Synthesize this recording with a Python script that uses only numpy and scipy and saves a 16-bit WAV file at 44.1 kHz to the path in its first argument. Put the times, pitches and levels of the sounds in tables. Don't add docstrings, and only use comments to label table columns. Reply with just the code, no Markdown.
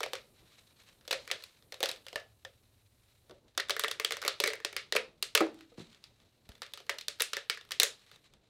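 import sys
import numpy as np
from scipy import signal
from scipy.fft import rfft, irfft
from scipy.io import wavfile
from scipy.ndimage import uniform_filter1d

SR = 44100
rng = np.random.default_rng(int(sys.argv[2]) if len(sys.argv) > 2 else 0)


def file_out(sig):
    cols = np.atleast_2d(sig).T
    lim = np.clip(cols, -1, 1)
    pcm = np.round(lim * 32767).astype(np.int16)
    wavfile.write(sys.argv[1], SR, pcm)


def invert_db(level):
    return 10 ** (np.asarray(level, dtype=float) / 20)


N = 374409


def unit(x):
    return x / np.sqrt(np.mean(x ** 2))


def colour(x, points):
    hz, db = np.transpose(points)
    f = np.maximum(np.arange(len(x) // 2 + 1) * SR / len(x), 1)
    gain = invert_db(np.interp(np.log(f), np.log(hz), db))
    return irfft(rfft(x) * gain, len(x))


def highpass(x, hz, order):
    return signal.sosfilt(signal.butter(order, hz, "high", fs=SR, output="sos"), x)


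def walk(rate_hz):
    hold = int(SR / rate_hz)
    steps = np.repeat(rng.standard_normal(N // hold + 1), hold)
    slewed = uniform_filter1d(uniform_filter1d(steps, hold), hold)
    return 0.95 * slewed[:N]


def add(out, times, waves):
    for s, wave in zip(times, waves):
        i = min(max(int(s * SR), 0), len(out) - 1)
        out[i:i + len(wave)] += wave[:len(out) - i]
    return out


def ring(push, modes, chance, detune, scatter_db):
    t = np.arange(push.shape[-1]) / SR
    body = 0
    for k, (hz, db, t60) in enumerate(modes):
        pitch = np.minimum(hz * np.exp(detune * chance[:, [k]]), 0.45 * SR)
        level = invert_db(db + scatter_db * chance[:, [-1 - k]])
        decay = invert_db(-60 * t / np.maximum(t60, 1e-3))
        body = body + level * np.sin(2 * np.pi * pitch * t) * decay
    waves = signal.fftconvolve(push, np.broadcast_to(body, push.shape), axes=-1)[..., :len(t)]
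    return waves / np.abs(waves).max(axis=-1, keepdims=True)


def machines():
    # from_s, fan_db, hiss_db, hum_db
    places = [
        (0, -70.5, -75, -74),
        (2.2, -74.5, -80, -70),
        (3.33, -70, -94, -75.5),
        (5.5, -72.5, -88, -74.5),
        (6.489, -73.5, -81, -79.5),
        (8.271, -70.5, -93.5, -83),
    ]
    # hz, db (per Hz)
    fan_colour = [(12, -37), (20, -7), (64, -5), (98, -3), (178, -7), (329, -9.5), (431, -11), (608, -13),
                  (742, -17), (1500, -27), (1950, -57.5), (3300, -120)]
    # hz, db (per Hz)
    hum_colour = [(30, -28.5), (55, -7), (80, -6), (107, 0.5), (128, -7), (180, -34)]
    # hz, db (per Hz)
    hiss_colour = [(4500, -30), (5200, -9), (6500, -11), (7800, -5), (8800, -1), (10000, -6), (11300, 0),
                   (12700, -7), (14000, -1), (15200, -7), (16500, -20)]
    settle_s = 0.05
    t = np.arange(N) / SR
    from_s, *levels = np.transpose(places)
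    place = np.maximum(np.searchsorted(from_s, t) - 1, 0)
    fan_db, hiss_db, hum_db = (uniform_filter1d(db[place], int(settle_s * SR)) for db in levels)
    fan = unit(colour(rng.standard_normal(N), fan_colour)) * invert_db(fan_db + 3.5 * walk(28))
    hiss = unit(colour(rng.standard_normal(N), hiss_colour)) * invert_db(hiss_db + 0.92 * walk(23))
    hum = unit(colour(rng.standard_normal(N), hum_colour)) * invert_db(hum_db)
    return fan + hum + hiss


def gloves():
    # middle_s, length_s, rustle_db
    rubs = [(0.046, 0.3, -61), (.39, 0.072, -70), (0.51, 0.1, -65.5), (0.59, 0.051, -66),
            (0.7, 0.13, -75.5), (0.802, 0.051, -64), (0.89, 0.076, -65.5), (1.344, 0.36, -60),
            (1.997, 0.36, -81), (3.13, 0.14, -78.5), (4.307, 0.86, -68), (5.542, 0.28, -70.5),
            (5.808, 0.077, -59.5), (5.938, 0.14, -68), (6.078, 0.11, -75), (6.224, 0.081, -75),
            (6.706, 0.13, -78), (7.284, 0.2, -65), (8.076, 0.11, -69), (8.141, 0.057, -62.5),
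            (8.25, 0.054, -68.5), (8.345, 0.025, -86.5), (8.467, 0.033, -86)]
    # hz, db (per Hz)
    rustle_colour = [(410, -16.5), (900, -6), (2500, -1.5), (3350, -2), (3950, 3), (4900, -6.5),
                     (8000, -11), (15400, -31.5)]
    t = np.arange(N) / SR
    creaks = rng.standard_normal(N) * invert_db(1.8 * walk(25) + 4.0 * walk(150))
    motion = invert_db(-75.5)
    for middle_s, length_s, db in rubs:
        motion = motion + invert_db(db) * np.exp(-(2 * (t - middle_s) / length_s) ** 2)
    return unit(colour(creaks, rustle_colour)) * motion


def breaks():
    # start_s, crack_peak_db, shell_rel_db,
    # neighbours_rel_db, freed_hz
    first_pulls = [(0.0054, -25, -7, -9, 1310), (0.0317, -21, -15, -10.5, 2440),
                   (0.062, -34.5, 0, -7, 3610), (0.1333, -23, -8, -8, 3620), (0.1535, -26, -24, -10, 2340),
                   (1.0784, -29, -15, -15.5, 3510), (1.1094, -20.5, -9, -26.5, 3510),
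                   (1.1277, -17.5, -11, -8.5, 3830), (1.2768, -30.5, -19, -7.5, 2450),
                   (1.302, -46, 0, 8.5, 1950), (1.3138, -15.5, -18, -10, 3400),
                   (1.4238, -39.5, -26, -18, 4160), (1.4384, -33, -25, -20, 4300),
                   (1.7227, -31.5, -12, -6, 4090), (1.742, -32, -15, -12, 3840),
                   (1.8052, -25.5, -9.5, -14.5, 2420), (1.8294, -13.5, -14, -12, 3670),
                   (1.8577, -19.5, -26, -10.5, 3270), (1.8922, -22, -16, -9, 4000),
                   (1.9018, -31, -17, -12, 2830), (1.9144, -27, -21.5, -19, 3700),
                   (1.961, -41, -25, -6, 3470), (2.066, -35.5, -12, -7, 3280),
                   (2.0838, -32.5, -26, -30, 2920), (2.1294, -33, -6.5, -23, 3100),
                   (2.1579, -22.5, -10, -6.5, 2820), (2.4496, -34.5, -10, -8, 3400)]
    peel_raft = [(3.5769, -17, -15, -6.5, 3600), (3.5987, -23.5, -19, -4.5, 1850),
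                 (3.6962, -18, -17.5, -4.5, 5260), (3.7062, -15, -16.5, -23, 3500),
                 (3.7654, -24.5, -15, -6.5, 1850), (3.7953, -17.5, -21, -7.5, 3520),
                 (3.837, -17.5, -14.5, -7, 3460), (3.8448, -27, -11, 3.5, 1910),
                 (3.882, -22, -15, -15, 3460), (3.913, -21, -22.5, -9.5, 3560),
                 (3.9984, -20, -15, -7, 2190), (4.0474, -14, -21.5, -13, 3270),
                 (4.1083, -20.5, -15, -7, 2090), (4.122, -18.5, -19.5, -10.5, 3600),
                 (4.169, -25.5, -16.5, -10.5, 2130), (4.2174, -26.5, -20, -9.5, 1364),
                 (4.2264, -30, -12, -4.5, 1480), (4.2377, -33, -15, -3.5, 2200),
                 (4.25, -20.5, -10, -9.5, 2220), (4.263, -25.5, -14, -5, 2200),
                 (4.2792, -11, -19, -11.5, 4250), (4.2881, -33, -14, -14, 1740)]
    tear_raft = [(4.4016, -13, -16.5, -17.5, 3840), (4.4383, -13.5, -18.5, -7, 2280),
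                 (4.4602, -20, -17.5, -14, 2210), (4.4758, -13, -17.5, -13, 2070),
                 (4.503, -31, -7, -1, 2110), (4.5342, -25.5, -12, -7, 2180),
                 (4.555, -34.5, -19.5, -13, 2100), (4.602, -44, -7, 0, 1800),
                 (4.6482, -14.5, -19.5, -17, 1900), (4.7285, -33.5, -12.5, -9.5, 2290),
                 (4.7655, -14.5, -25.5, -12, 2200), (4.924, -14, -19, -16.5, 1950),
                 (4.952, -24.5, 0.5, -4.5, 1310), (4.9651, -15.5, -30.5, -3.5, 2480),
                 (5.226, -16, -25.5, -16.5, 4200), (5.3509, -7.5, -21, -14.5, 3130),
                 (5.3756, -15, -17, -6.5, 2370), (5.406, -26.5, 7.5, 5, 1280),
                 (5.4664, -44, 11.5, -15, 1310), (5.6086, -40, -28, -7.5, 2700),
                 (6.0404, -35, -37, -17, 4840)]
    strip_edge = [(6.4908, -38.5, -13.5, -10, 4150), (6.6194, -26, -20, -5.5, 3640),
                  (6.631, -34, -32, -10, 4000), (6.7366, -28, -23.5, -15, 3760),
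                  (6.775, -28, -24, -14.5, 1320), (6.8024, -42, -7, -21, 3600),
                  (6.8944, -21, -12.5, -3.5, 1970), (6.911, -41, -14, -4, 2140),
                  (6.9415, -43, -3, -17, 2290), (6.985, -28, -40, -15, 4070), (7.011, -30, -29, -25, 4170),
                  (7.0825, -18.5, -27, -16, 4370), (7.2046, -16.5, -25, -12, 4000),
                  (7.2205, -15, -33, -15.5, 2650), (7.333, -16, -26, -14.5, 1250),
                  (7.3683, -17.5, -20, -12, 1740), (7.4985, -12, -28.5, -12.5, 2280),
                  (7.548, -36, -26.5, -12.5, 2700), (7.5738, -34.5, -24, -6, 1700),
                  (7.7086, -25, -29, -11, 1770), (7.7186, -18.5, -27, -17, 2120),
                  (7.7993, -7.5, -23.5, -23, 4100), (7.8194, -17.5, -27, -9.5, 1700),
                  (7.8322, -10.5, -26, -31.5, 4000)]
    doubles = [(0.0374, -24, -13, -8.5, 2350), (1.1121, -15.5, -21, -20, 2520),
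               (1.836, -16.5, -16, -23.5, 3000), (1.889, -25.5, -15, -26, 4860),
               (3.58, -25, -20, -34, 3600), (4.4722, -25, -23, -11, 3800), (4.9475, -43, -10, -8, 3000),
               (4.9612, -21.5, -25, -24.5, 4200), (5.3539, -13, -19.5, -4.5, 4000),
               (5.374, -28, -26.5, -17.5, 4200), (5.4101, -29, -1.5, -5.5, 2520),
               (6.897, -22, -13, -12, 3300), (7.1987, -28, -31, -5, 4000), (1.1305, -20, -27, -11.5, 2600),
               (4.4395, -27, -20.5, -13, 3500), (3.6011, -22, -27, -19, 3900)]
    # start_s, crack_peak_db
    small_cracks = [(0.362, -62.5), (0.405, -58), (0.584, -54), (0.799, -52), (0.8884, -47.5), (1.011, -47.5),
                    (1.6244, -51), (2.1993, -44), (3.296, -49), (3.31, -45.5), (3.482, -57), (3.5505, -52.5),
                    (5.5443, -51), (5.649, -62), (5.7768, -51), (5.7954, -50), (5.8306, -55), (5.903, -51.5),
                    (5.9289, -49.5), (5.9466, -45.5), (6.2015, -51), (6.5185, -46), (6.5525, -45), (6.6643, -40),
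                    (6.9992, -47), (7.6113, -38), (8.0643, -52), (8.1144, -43.5), (8.1598, -46), (8.337, -49.5),
                    (7.833, -15), (3.686, -37), (4.363, -50), (4.387, -52), (5.59, -49), (6.58, -53),
               (6.72, -52), (6.866, -46.5), (7.2075, -21), (7.651, -47.5), (7.69, -46.5), (7.994, -53),
               (0.4655, -59), (0.5717, -65), (0.52, -55), (0.6695, -62), (0.7078, -58), (0.836, -53),
               (0.8735, -62), (1.052, -49), (7.189, -49)]
    ticks = [(s, db - 0.5, -18, -8, 3600) for s, db in small_cracks]
    return first_pulls + peel_raft + tear_raft + strip_edge + ticks + doubles


def snaps(size=2048, count=128):
    # hz, db, t60_s
    shell_modes = [(400, -5, .02), (442, 0, .04), (530, -2, .025), (620, -4, .018), (790, -10, .012),
                   (980, -17, .01)]
    # hz, db, t60_s
    strut_modes = [(1310, -1, .007), (1650, -2, .004), (1900, 0, .004), (2250, 0, .0035)]
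    # hz, db, t60_s
    crack_modes = [(2700, -2, .0025), (3200, -2, .0025), (3700, 0, .0028), (4250, 0, .0025),
                   (4900, -3, .002), (5600, -4, .0015)]
    # hz, db, t60_s
    edge_modes = [(6400, 0, .0012), (7600, 0, .0012), (8800, -2, .001), (10000, -1, .001),
                  (11500, -4, .0008), (13500, -6, .0008), (15300, -9, .0008)]
    # at_s, edge_db
    facing = [(0.1, -1), (1.1, -0.5), (1.8, -0.5), (2.3, -4.5), (3.58, -7), (3.75, 1), (4.15, 3.5),
              (4.45, 0), (4.7, 1.5), (4.95, -4.5), (5.25, 1.9), (5.4, 2.5), (6.04, -15), (6.6, -4),
              (6.9, 3.5), (7.2, 5.8), (7.5, -2), (7.8, 5.7)]
    # delay_s, db
    bench_echo = (0.0015, -4.6)
    s, crack_db, shell_db, strut_db, hz = np.transpose(breaks())[:, :, None]
    rows = np.arange(len(s))
    chance = rng.standard_normal((len(s), count + 67))
    shell_luck, strut_luck, crack_luck, edge_luck = np.split(chance[:, count:-3], 4, axis=1)

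    t = np.arange(count) / SR
    push = np.zeros((2, len(s), size))
    push[0, :, :count] = 0.063 * chance[:, :count] ** 3 * np.exp(-t / 0.00081)
    push[:, :, 0] = np.sign(chance[:, 0])
    echo_s, echo_db = bench_echo
    lag = (echo_s * SR * np.exp(0.2 * chance[:, -1])).astype(int)
    push[0, rows, lag] += invert_db(echo_db) * push[0, :, 0]
    sharp = push.copy()
    t = np.arange(4 * count) / SR
    aftershock = rng.standard_normal((len(s), 4 * count)) ** 3 * np.exp(-t / 0.003)
    push[0, :, :4 * count] += 0.057 * aftershock

    edge_db = -4 + 5 * np.log2(hz / 2500) + 0.12 * (crack_db + 13.0)
    edge_db = edge_db + 5.5 * chance[:, [-3]] + np.interp(s, *np.transpose(facing))
    stiffness = np.where(s < 3.35, 1.17, 1)
    held = [(f * stiffness, db, t60) for f, db, t60 in shell_modes]
    freed_db = np.where(hz < 2500, strut_db + 3.5, -7.5)
    freed_room_gain = invert_db([0, -3.5])[:, None, None]

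    crack = highpass(ring(push, crack_modes, crack_luck, 0.04, 1.5), 2100, order=3)
    struts = invert_db(strut_db + 4.5) * highpass(ring(push, strut_modes, strut_luck, 0.04, 3.5), 1220, order=4)
    edge = invert_db(edge_db) * highpass(ring(sharp, edge_modes, edge_luck, 0.04, 1.5), 4600, order=3)
    freed = highpass(ring(push, [(hz, 0, 18 / hz)], shell_luck, 0, 0), 1500, order=4)
    freed = invert_db(freed_db) * freed * freed_room_gain
    shell = invert_db(shell_db + 2.5) * highpass(ring(push, held, shell_luck, 0.035, 3.5), 380, order=4)
    return s[:, 0], np.array([crack + shell, struts + edge, freed]) * invert_db(crack_db + 0.5)


def room(x, size=16384):
    # hz, db, t60_s
    bands = [(240, -27, 0.62), (556, -15, 0.24), (940, -24.5, 0.35), (1850, -15.5, 0.21),
             (4000, -17.5, 0.25), (7900, -20, 0.2), (14400, -29, 0.13)]
    t = np.arange(size) / SR
    reply = np.zeros(size)
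    for hz, db, t60 in bands:
        shape = [(hz / 4, -40), (hz / 1.575, -3), (hz, 0), (hz * 1.23, -3), (hz * 4, -40)]
        band = colour(rng.standard_normal(size), shape)
        reply += invert_db(db - 10.5) * band * invert_db(-60 * t / t60) * (1 - np.exp(-t / 0.000074))
    return signal.fftconvolve(x, reply)[:N]


def knocks(size=8192):
    # start_s, peak_db, pitch_hz, t60_s
    hits = [(1.8294, -26, 580, 0.047), (3.306, -46.5, 400, 0.051), (4.4385, -27, 413, 0.11),
            (4.9528, -25, 516, 0.097), (5.4095, -22, 314, 0.23), (5.719, -48.5, 460, 0.059),
            (5.7805, -31.5, 223, 0.035), (5.801, -37, 199.5, 0.022), (5.818, -46, 165.7, 0.1),
            (6.4925, -38.5, 75, 0.0059), (5.409, -26.5, 426, 0.08), (5.4135, -22, 773, 0.048),
            (5.416, -24.5, 605, 0.081), (5.7805, -56, 327, 0.035), (5.792, -54, 416, 0.035),
            (3.297, -44.5, 450, .03), (3.3095, -41.5, 590, 0.036), (3.319, -45, 405, .04),
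            (5.424, -27.5, 480, 0.11), (4.966, -34, 446, 0.28)]
    # pitch_multiple, db
    overtones = [(.5, -3.5), (0.76, -17), (1.001, 12.5), (1.4, 3), (1.8, -5), (2.101, -7), (2.499, -4),
                 (2.85, -11)]
    s, peak_db, hz, t60 = np.transpose(hits)[:, :, None]
    t = np.arange(size) / SR
    chance = rng.standard_normal((len(s), size))
    push = t * np.exp(-t / 0.000067) + 2e-5 * chance * np.exp(-t / 0.0069)
    modes = [(hz * k, db, t60 / max(k, 1)) for k, db in overtones]
    waves = invert_db(peak_db) * ring(push, modes, chance[:, -16:], 0.03, 2.0)
    waves = [highpass(wave, 0.6 * f, order=3) for wave, f in zip(waves, hz[:, 0])]
    return add(np.zeros(N), s[:, 0], waves)


def lone_rings(size=32768):
    # start_s, peak_db, pitch_hz, t60_s
    lone_modes = [
        (2.159, -44.5, 1725, .25),
        (2.16, -46, 1810, .2),
        (2.159, -49, 1680, .15),
        (2.1585, -26.5, 1780, 0.043),
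        (2.452, -41, 1790, 0.048),
        (2.452, -51, 1750, .06),
        (5.409, -54.5, 288, 0.97),
    ]
    s, peak_db, hz, t60 = np.transpose(lone_modes)[:, :, None]
    t = np.arange(size) / SR
    return add(np.zeros(N), s[:, 0], invert_db(peak_db - 60 * t / t60) * np.sin(2 * np.pi * hz * t))


def scene(places=4):
    s, groups = snaps()
    knocking = knocks()
    sound = machines() + gloves() + knocking + invert_db(-5.5) * room(knocking) + lone_rings()
    for direct, spread in groups:
        add(sound, s, direct)
        for k in range(places):
            sound += room(add(np.zeros(N), s[k::places], spread[k::places]))
    return sound[None]


def low_pass(x):
    return signal.sosfilt(signal.butter(12, 17020, fs=SR, output="sos"), x)


def record(dry):
    top_cut = [(12000, -0.5), (15500, -4), (16000, -10.0), (16900, -27.5), (17200, -65.5)]  # (Hz, dB)
    mix = colour(dry[0], top_cut)[None]
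    return low_pass(mix)


dry = scene()
out = record(dry)
file_out(out)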